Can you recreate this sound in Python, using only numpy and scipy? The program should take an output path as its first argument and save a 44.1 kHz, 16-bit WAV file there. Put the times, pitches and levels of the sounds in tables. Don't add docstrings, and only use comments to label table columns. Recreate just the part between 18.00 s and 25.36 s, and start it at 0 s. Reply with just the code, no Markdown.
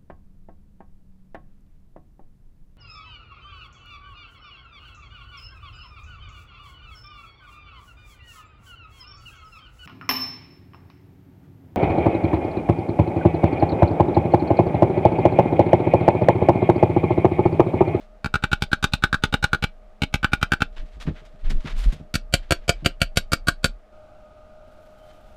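import sys
import numpy as np
from scipy import signal
from scipy.fft import rfft, irfft
from scipy.io import wavfile

SR = 44100
rng = np.random.default_rng(int(sys.argv[2]) if len(sys.argv) > 2 else 0)


def store_wav(level_fs):
    pcm = np.round(np.clip(np.atleast_2d(level_fs), -1, 1) * 32767)
    wavfile.write(sys.argv[1], SR, pcm.T.astype(np.int16))


N = 324576
TIME = np.arange(N) / SR
HIT = np.arange(int(0.35 * SR)) / SR
ATTACK = int(0.012 * SR)
TOP_HZ = 15400
LATE_S = 5.915

# (time [s], strength against a usual blow [dB], extra ring of the spot that is hit [dB],
# early copy against the blow [dB])
BLOWS = [(0.2445, -9, 6.5, -43.5), (0.3402, -4.5, 11, -41.5), (0.438, -0.5, 6, -21),
         (0.5298, 1.5, 7.5, -12.5), (0.6217, 0, -1, -32), (0.7302, 0.5, 10.5, -17), (0.841, 3.5, 4, -11.5),
         (0.9353, 3.5, -3.5, -25.5), (1.0378, 3, 9.5, -21), (1.1283, -5, 12, -43), (1.237, 3, 4, -29),
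         (1.3398, 2.5, 3, -12), (1.4406, 1.5, 8, -12), (1.531, -1.5, 11.5, -36), (1.6389, 1, 0, -7.5),
         (2.0194, -0.5, -5.5, -42.5), (2.1401, 2, -3, -31), (2.244, 0.5, 9, -11), (2.3325, 3, 5.5, -24),
         (2.428, 1, 6.5, -18.5), (2.5194, -0.5, 9.5, -39.5), (2.6193, .5, 8, -14.5), (4.1536, -5, -2, -5),
         (4.3385, 3.5, -5.5, -24.5), (4.5206, -1.5, 0, -2.5), (4.6927, 2, -4, -15.5), (4.8596, 2, -3, -19),
         (5.0162, 1, -2, -29.5), (5.1715, 1.5, -4.5, -25), (5.332, -1.5, 3.5, -9), (5.4834, -1, 7.5, -15),
         (5.6431, -0.5, 2, -32.5)]
# (start [s], time between the copies of a blow [s], room sound against the blow [dB])
TIP = (0, .0146, -24)
SIDE_ON = (3.5, .0131, -22.5)


def undb(db):
    return 10 ** (np.asarray(db) / 20)


def unit(x, count=None):
    return x / np.sqrt(np.mean(x[:count] ** 2) + 1e-18)


def add(out, s, x):
    start = max(int(s * SR), 0)
    out[start:start + len(x)] += x[:len(out) - start]


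def noise(points, size, lo=0, hi=SR):
    f = np.fft.rfftfreq(size, 1 / SR)
    hz, db = np.transpose(points)
    gain = undb(np.interp(np.log(f + 1e-9), np.log(hz), db))
    gain = gain * (f > lo) * (f < hi)
    white = rng.standard_normal(size)
    return unit(irfft(rfft(white) * gain, size))


def butter(x, hz, kind, order=2):
    return signal.sosfilt(signal.butter(order, hz, kind, fs=SR, output="sos"), x)


def fade(t60):
    return np.exp(-np.log(1000) * HIT / t60)


def walk(rate, size=N):
    steps = np.arange(size) * rate / SR
    count = int(steps[-1]) + 2
    return unit(np.interp(steps, np.arange(count), rng.standard_normal(count)))


def scatter(start, end, count):
    times = start + (end - start) * (np.arange(count) + rng.random(count)) / count
    return zip(times, rng.standard_normal(count))


def background(air_db=-55, late_air_db=-48.5, hum_rise_db=7.5):
    # (frequency [Hz], level [dB])
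    early_colour = [(15, -45), (25, -1.5), (167, -35), (207, -11), (237, -28.5), (543, -22.5), (621, -16),
                    (729, -23.5), (856, -25), (978, -35), (1240, -26), (1350, -31.5), (2560, -40),
                    (15000, -63)]
    late_colour = [(24, 6), (40, 1), (80, -4), (115, -7.5), (165, -15.5), (205, -9.5), (466, -19.5),
                   (612, -5), (728, -16.5), (784, -10.5), (1030, -25.5), (1260, -16.5), (1480, -17),
                   (1750, -33.5), (2520, -29.5), (11100, -51), (15000, -55)]
    # (frequency [Hz], width of its wander [Hz], level midway between early and late [dB])
    hum_tones = [(617.6, 7, -56), (702, 37, -68.5), (1240, 25, -69.5)]
    late = np.clip((TIME - LATE_S) / 0.008, 0, 1)
    early_air = (1 - late) * undb(air_db) * noise(early_colour, N)
    late_air = late * undb(late_air_db) * noise(late_colour, N)
    hum = np.zeros(N)
    for hz, width_hz, db in hum_tones:
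        wandering_hz = hz + width_hz / 2 * walk(60)
        tone = np.sin(2 * np.pi * np.cumsum(wandering_hz) / SR)
        hum += undb(db) * unit(tone * undb(2 * walk(25)))
    return early_air + late_air + hum * undb(hum_rise_db * (late - 0.5))


def light_scuffs(per_s=34, length_s=0.032, scatter_db=3):
    # (start [s], end [s], average level [dB], brightness [Hz])
    handling = [(2.696, 3.45, -64.5, 6000), (3.496, 4.0, -56, 6000), (4.299, 4.9, -61, 4005),
                (6.649, 7.36, -69, 14000)]
    scuffs = []
    for start, end, db, top_hz in handling:
        count = max(int((end - start) * per_s), 1)
        for s, chance in scatter(start, end, count):
            scuffs.append((s, db + scatter_db * chance, length_s, top_hz))
    return scuffs


def cloth(grain_db=1.5, grain_rate=500, catch_db=1.5, catch_rate=90):
    # (time [s], level [dB], length [s], brightness [Hz])
    brisk_scuffs = [(0.0, -58.5, .032, 6100), (2.76, -46, 0.034, 4000), (2.999, -39.5, 0.026, 6640),
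                    (3.064, -40, 0.021, 2420), (3.151, -49, 0.033, 3600), (3.249, -53.5, 0.017, 7100),
                    (3.438, -47.5, 0.037, 3720), (3.496, -38, 0.02, 7000), (3.647, -37.5, 0.05, 3720),
                    (3.757, -44, 0.072, 9300), (3.833, -40.5, .017, 6900), (3.921, -38.5, 0.013, 8800),
                    (7.087, -59, .025, 7000)]
    # (frequency [Hz], level [dB])
    rustle_colour = [(250, -3.5), (700, -4), (1500, -1), (3500, -3), (5500, -10), (9000, -13), (15000, -13)]
    out = np.zeros(N)
    for s, db, length_s, top_hz in brisk_scuffs + light_scuffs():
        age = 2 * HIT / length_s
        pressure = age * np.exp(1 - age)
        grain = undb(grain_db * walk(grain_rate, len(HIT)) + catch_db * walk(catch_rate, len(HIT)))
        rubbing = noise(rustle_colour, len(HIT)) * grain
        slide = unit(butter(rubbing, min(top_hz, TOP_HZ), "low"))
        add(out, s, undb(db) * pressure * slide)
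    return out


def jostle(rock_db=2.0, rock_hz=26, rumble_db=-13, sway_db=-49, uneven_db=2, rub_db=-10, rub_t60=0.15):
    # (time of the peak [s], level before rock_db or rumble_db [dB], half-length [s])
    lurch_table = [(2.815, -29.5, 0.036), (3.057, -42, 0.11), (3.476, -17, 0.032), (3.562, -16.5, 0.037),
                   (3.783, -21, 0.055), (3.884, -13.5, 0.022)]
    # (on the tip [dB], from the side [dB])
    shake_db = (-49, -37.5)
    shake_peak_s = 0.043
    # (frequency [Hz], level [dB])
    sway_colour = [(15, -6), (35, 4.5), (70, -4), (150, -16.5), (300, -24), (700, -42), (3000, -95)]
    # (time [s], level [dB])
    bumps = [(3.055, -38.5), (3.075, -18.5), (3.505, -32), (3.646, -29.5), (3.858, -33.5), (3.927, -32),
             (4.0, -36.5), (4.825, -34.5)]
    # (frequency [Hz], time to fade by 60 dB [s], level within the bump [dB])
    bump_modes = [(75.4, 0.17, -8.5), (150, 0.094, -1), (225, 0.034, -1.5), (404, 0.075, -18.5)]
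    # (start [s], end [s])
    regrip_s = (2.8, 4.0)
    nudge_db, nudge_scatter_db = -47.5, 0.5

    shakes = np.zeros(N)
    for s, *_ in BLOWS:
        age = HIT / shake_peak_s
        add(shakes, s, undb(shake_db[int(s > SIDE_ON[0])]) * age * np.exp(1 - age))
    lurches = sum(undb(db) * np.exp(-((TIME - s) / half_s) ** 2) for s, db, half_s in lurch_table)
    steady = undb(sway_db) * np.clip((LATE_S - TIME) / 0.19, 0, 1)
    sway = lurches + (shakes + steady) * undb(uneven_db * walk(36))

    wandering_hz = rock_hz * np.exp(0.25 * walk(25))
    rock = unit(np.sin(2 * np.pi * np.cumsum(wandering_hz) / SR))
    out = sway * (undb(rock_db) * rock + undb(rumble_db) * noise(sway_colour, N))

    nudges = [(s, nudge_db + nudge_scatter_db * chance) for s, chance in scatter(*regrip_s, count=10)]
    for s, db in bumps + nudges:
        body = np.zeros(len(HIT))
        for hz, t60, mode_db in bump_modes:
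            body += undb(mode_db) * np.sin(2 * np.pi * hz * HIT) * fade(t60)
        low_noise = unit(butter(rng.standard_normal(len(HIT)), [80, 280], "band"))
        rub = undb(rub_db) * low_noise * fade(rub_t60)
        soft_start = 1 - np.exp(-HIT / 0.0023)
        add(out, s, undb(db) * unit((body + rub) * soft_start, ATTACK))
    return out


def thud(delay_s=0.001, push_s=0.004134, leak_hz=62, sag_hz=21, spread=0.11):
    length_s = push_s * np.exp(spread * rng.standard_normal())
    push = -np.sin(np.pi * np.clip((HIT - delay_s) / length_s, 0, 1))
    leaked = butter(push, leak_hz, "high", order=1)
    return unit(butter(leaked, sag_hz, "high", order=3), ATTACK)


def ringing(levels_db, side, scatter_db=1.0, detune=0.012):
    register_hz = [250, 1000, 1900, 3300, 16000]
    # (frequency [Hz], time to fade by 60 dB [s],
    # level within its register struck on the tip [dB], the same struck from the side [dB])
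    steel_modes = [(556, 0.044, -18, 0.5), (690.4, 0.049, -20, 1), (826.5, 0.045, -0.5, -27.5),
                   (1207.5, 0.024, -9.5, -10.5), (1409.5, .035, -5, 1.5), (1494, 0.034, -2, -1.5),
                   (1588, 0.063, -17.5, -9.5), (2314, 0.036, 3, -4), (2587, 0.037, -2, -11),
                   (2900, 0.0072, 6.5, -1.5), (3100, .016, 1.5, -8.5), (3700, .028, 1.5, -11),
                   (3950, .022, -2.5, -9), (4595, .038, -16.5, 1.5), (4810, .025, -9, -10),
                   (7540, .035, -17.5, -12), (7900, 0.033, -27, -10), (8640, 0.039, -19.5, -15),
                   (11850, 0.06, -41, -17), (11960, .04, -21, -36.5)]
    # (frequency [Hz], level on the tip [dB], level from the side [dB])
    crack_table = [(290, 9.5, 13), (486, -3, 3), (896.3, -10.5, -13), (1455, 19, -5), (1910, -0.5, -9),
                   (2700, 6, -1.5), (4027, 0, 2.5), (5330, -8.5, -5.5), (9100, -16, -6),
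                   (11300, -22.5, -15.5), (15900, -28.5, -24)]
    # (trim [dB], crack against modes [dB], crack fade by 60 dB [s], build-up [s])
    voices = [(0, (0, -1)[side], 0.033, 0.0002), (1, -6.5, 0.05, 0.00078),
              (1, -1, 0.04, 0.00051), (1, 1.5, 0.035, 0.00016)]

    hz, t60, *mode_db = np.transpose(steel_modes)
    chance = rng.standard_normal((len(hz), 3))
    detuned_hz = hz * (1 + detune * chance[:, 0])
    phase = 2 * np.pi * (np.outer(detuned_hz, HIT) + chance[:, 1:2])
    gain = undb(mode_db[side] + scatter_db * chance[:, 2])
    modes = gain[:, None] * np.sin(phase) * fade(t60[:, None])
    crack_colour = np.array(crack_table)[:, [0, 1 + side]]

    out = np.zeros(len(HIT))
    for lo, hi, db, voice in zip(register_hz, register_hz[1:], levels_db, voices):
        trim_db, crack_db, crack_t60, rise_s = voice
        tone = unit(modes[(hz >= lo) & (hz < hi)].sum(0), ATTACK)
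        crack = unit(noise(crack_colour, len(HIT), lo, hi) * fade(crack_t60), ATTACK)
        build_up = 1 - np.exp(-HIT / rise_s)
        register = unit((tone + undb(crack_db) * crack) * build_up, ATTACK)
        out += undb(db + trim_db) * register
    return out


def workshop(x, build_s=0.014):
    # (frequency [Hz], time to fade by 60 dB [s], relative level [dB])
    room = [(300, 0.13, -2.5), (1500, 0.12, -5), (3500, 0.12, 1), (7000, 0.1, -2.5), (15000, 0.031, -2.5)]
    hz, t60, db = np.transpose(room)
    edges = np.geomspace(150, 16000, 10)
    tail = np.zeros(len(HIT))
    for lo, hi in zip(edges, edges[1:]):
        centre = np.sqrt(lo * hi)
        band = butter(rng.standard_normal(len(HIT)), [lo, hi], "band", order=3)
        tail += undb(np.interp(centre, hz, db)) * band * fade(np.interp(centre, hz, t60))
    tail = tail * (1 - np.exp(-HIT / build_s))
    return signal.fftconvolve(x, tail / np.linalg.norm(tail))[:len(x)]


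def mallet(fade_in_s=0.013, fade_in_gain=4.1, copies_sum_db=-43):
    # (level on the tip [dB], level from the side [dB], gain per dB of strength [dB])
    voicing = [(-19.4, -17, 0.59), (-29.5, -20.5, 1.23), (-26, -21, 1.0), (-28, -22, 1.18),
               (-28.5, -22, .9)]
    # (time [s], knock raised [dB], ping raised and clack lowered [dB])
    aim = [(0.24, 6.5, -2.5), (0.85, -3, 2), (1.45, 4, 1), (1.7, -0.5, -3), (2.62, 1.5, -2),
           (4.15, -10.5, 1), (4.5, 3.5, -.5), (4.95, -2.5, -2.5), (5.2, -3.5, 1.5), (5.65, -4, 2)]
    *usual_db, growth = np.transpose(voicing)
    aim_s, aim_knock_db, aim_bright_db = np.transpose(aim)
    out = np.zeros(N)
    for s, strength_db, spot_db, early_db in BLOWS:
        side = int(s > SIDE_ON[0])
        _, spacing_s, room_db = (TIP, SIDE_ON)[side]
        thud_db, knock_db, ring_db, clack_db, ping_db = usual_db[side] + growth * strength_db
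        body_db = np.interp(s, aim_s, aim_knock_db)
        bright_db = np.interp(s, aim_s, aim_bright_db)
        levels_db = [knock_db + body_db, ring_db + spot_db, clack_db - bright_db, ping_db + bright_db]
        blow = undb(thud_db) * thud() + ringing(levels_db, side)
        blow = blow + undb(room_db) * workshop(blow)
        start_gain = min(undb(early_db / 2), 1)
        fade_in = start_gain + (1 - start_gain) * fade_in_gain * np.minimum(HIT / fade_in_s, 1)
        add(out, s - spacing_s, undb(early_db) * fade_in * blow)
        add(out, s, blow)
        late_copy_db = copies_sum_db - early_db
        add(out, s + spacing_s, undb(late_copy_db) * blow)
    return out


def sing(width_hz=45):
    # (time of the peak [s], half-length [s], frequency [Hz], level [dB])
    palm_slide = (7.08, .12, 3080, -68)
    s, half_s, hz, db = palm_slide
    mode = unit(butter(rng.standard_normal(N), [hz - width_hz, hz + width_hz], "band"))
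    return undb(db) * np.exp(-((TIME - s) / half_s) ** 2) * mode


def scene():
    return (background() + cloth() + jostle() + mallet() + sing())[None]


def record(dry):
    rounded = dry / (1 + (dry / 0.75) ** 4) ** (1 / 4)
    return signal.sosfilt(signal.ellip(8, 0.2, 70, TOP_HZ, fs=SR, output="sos"), rounded)


dry = scene()
out = record(dry)
store_wav(out)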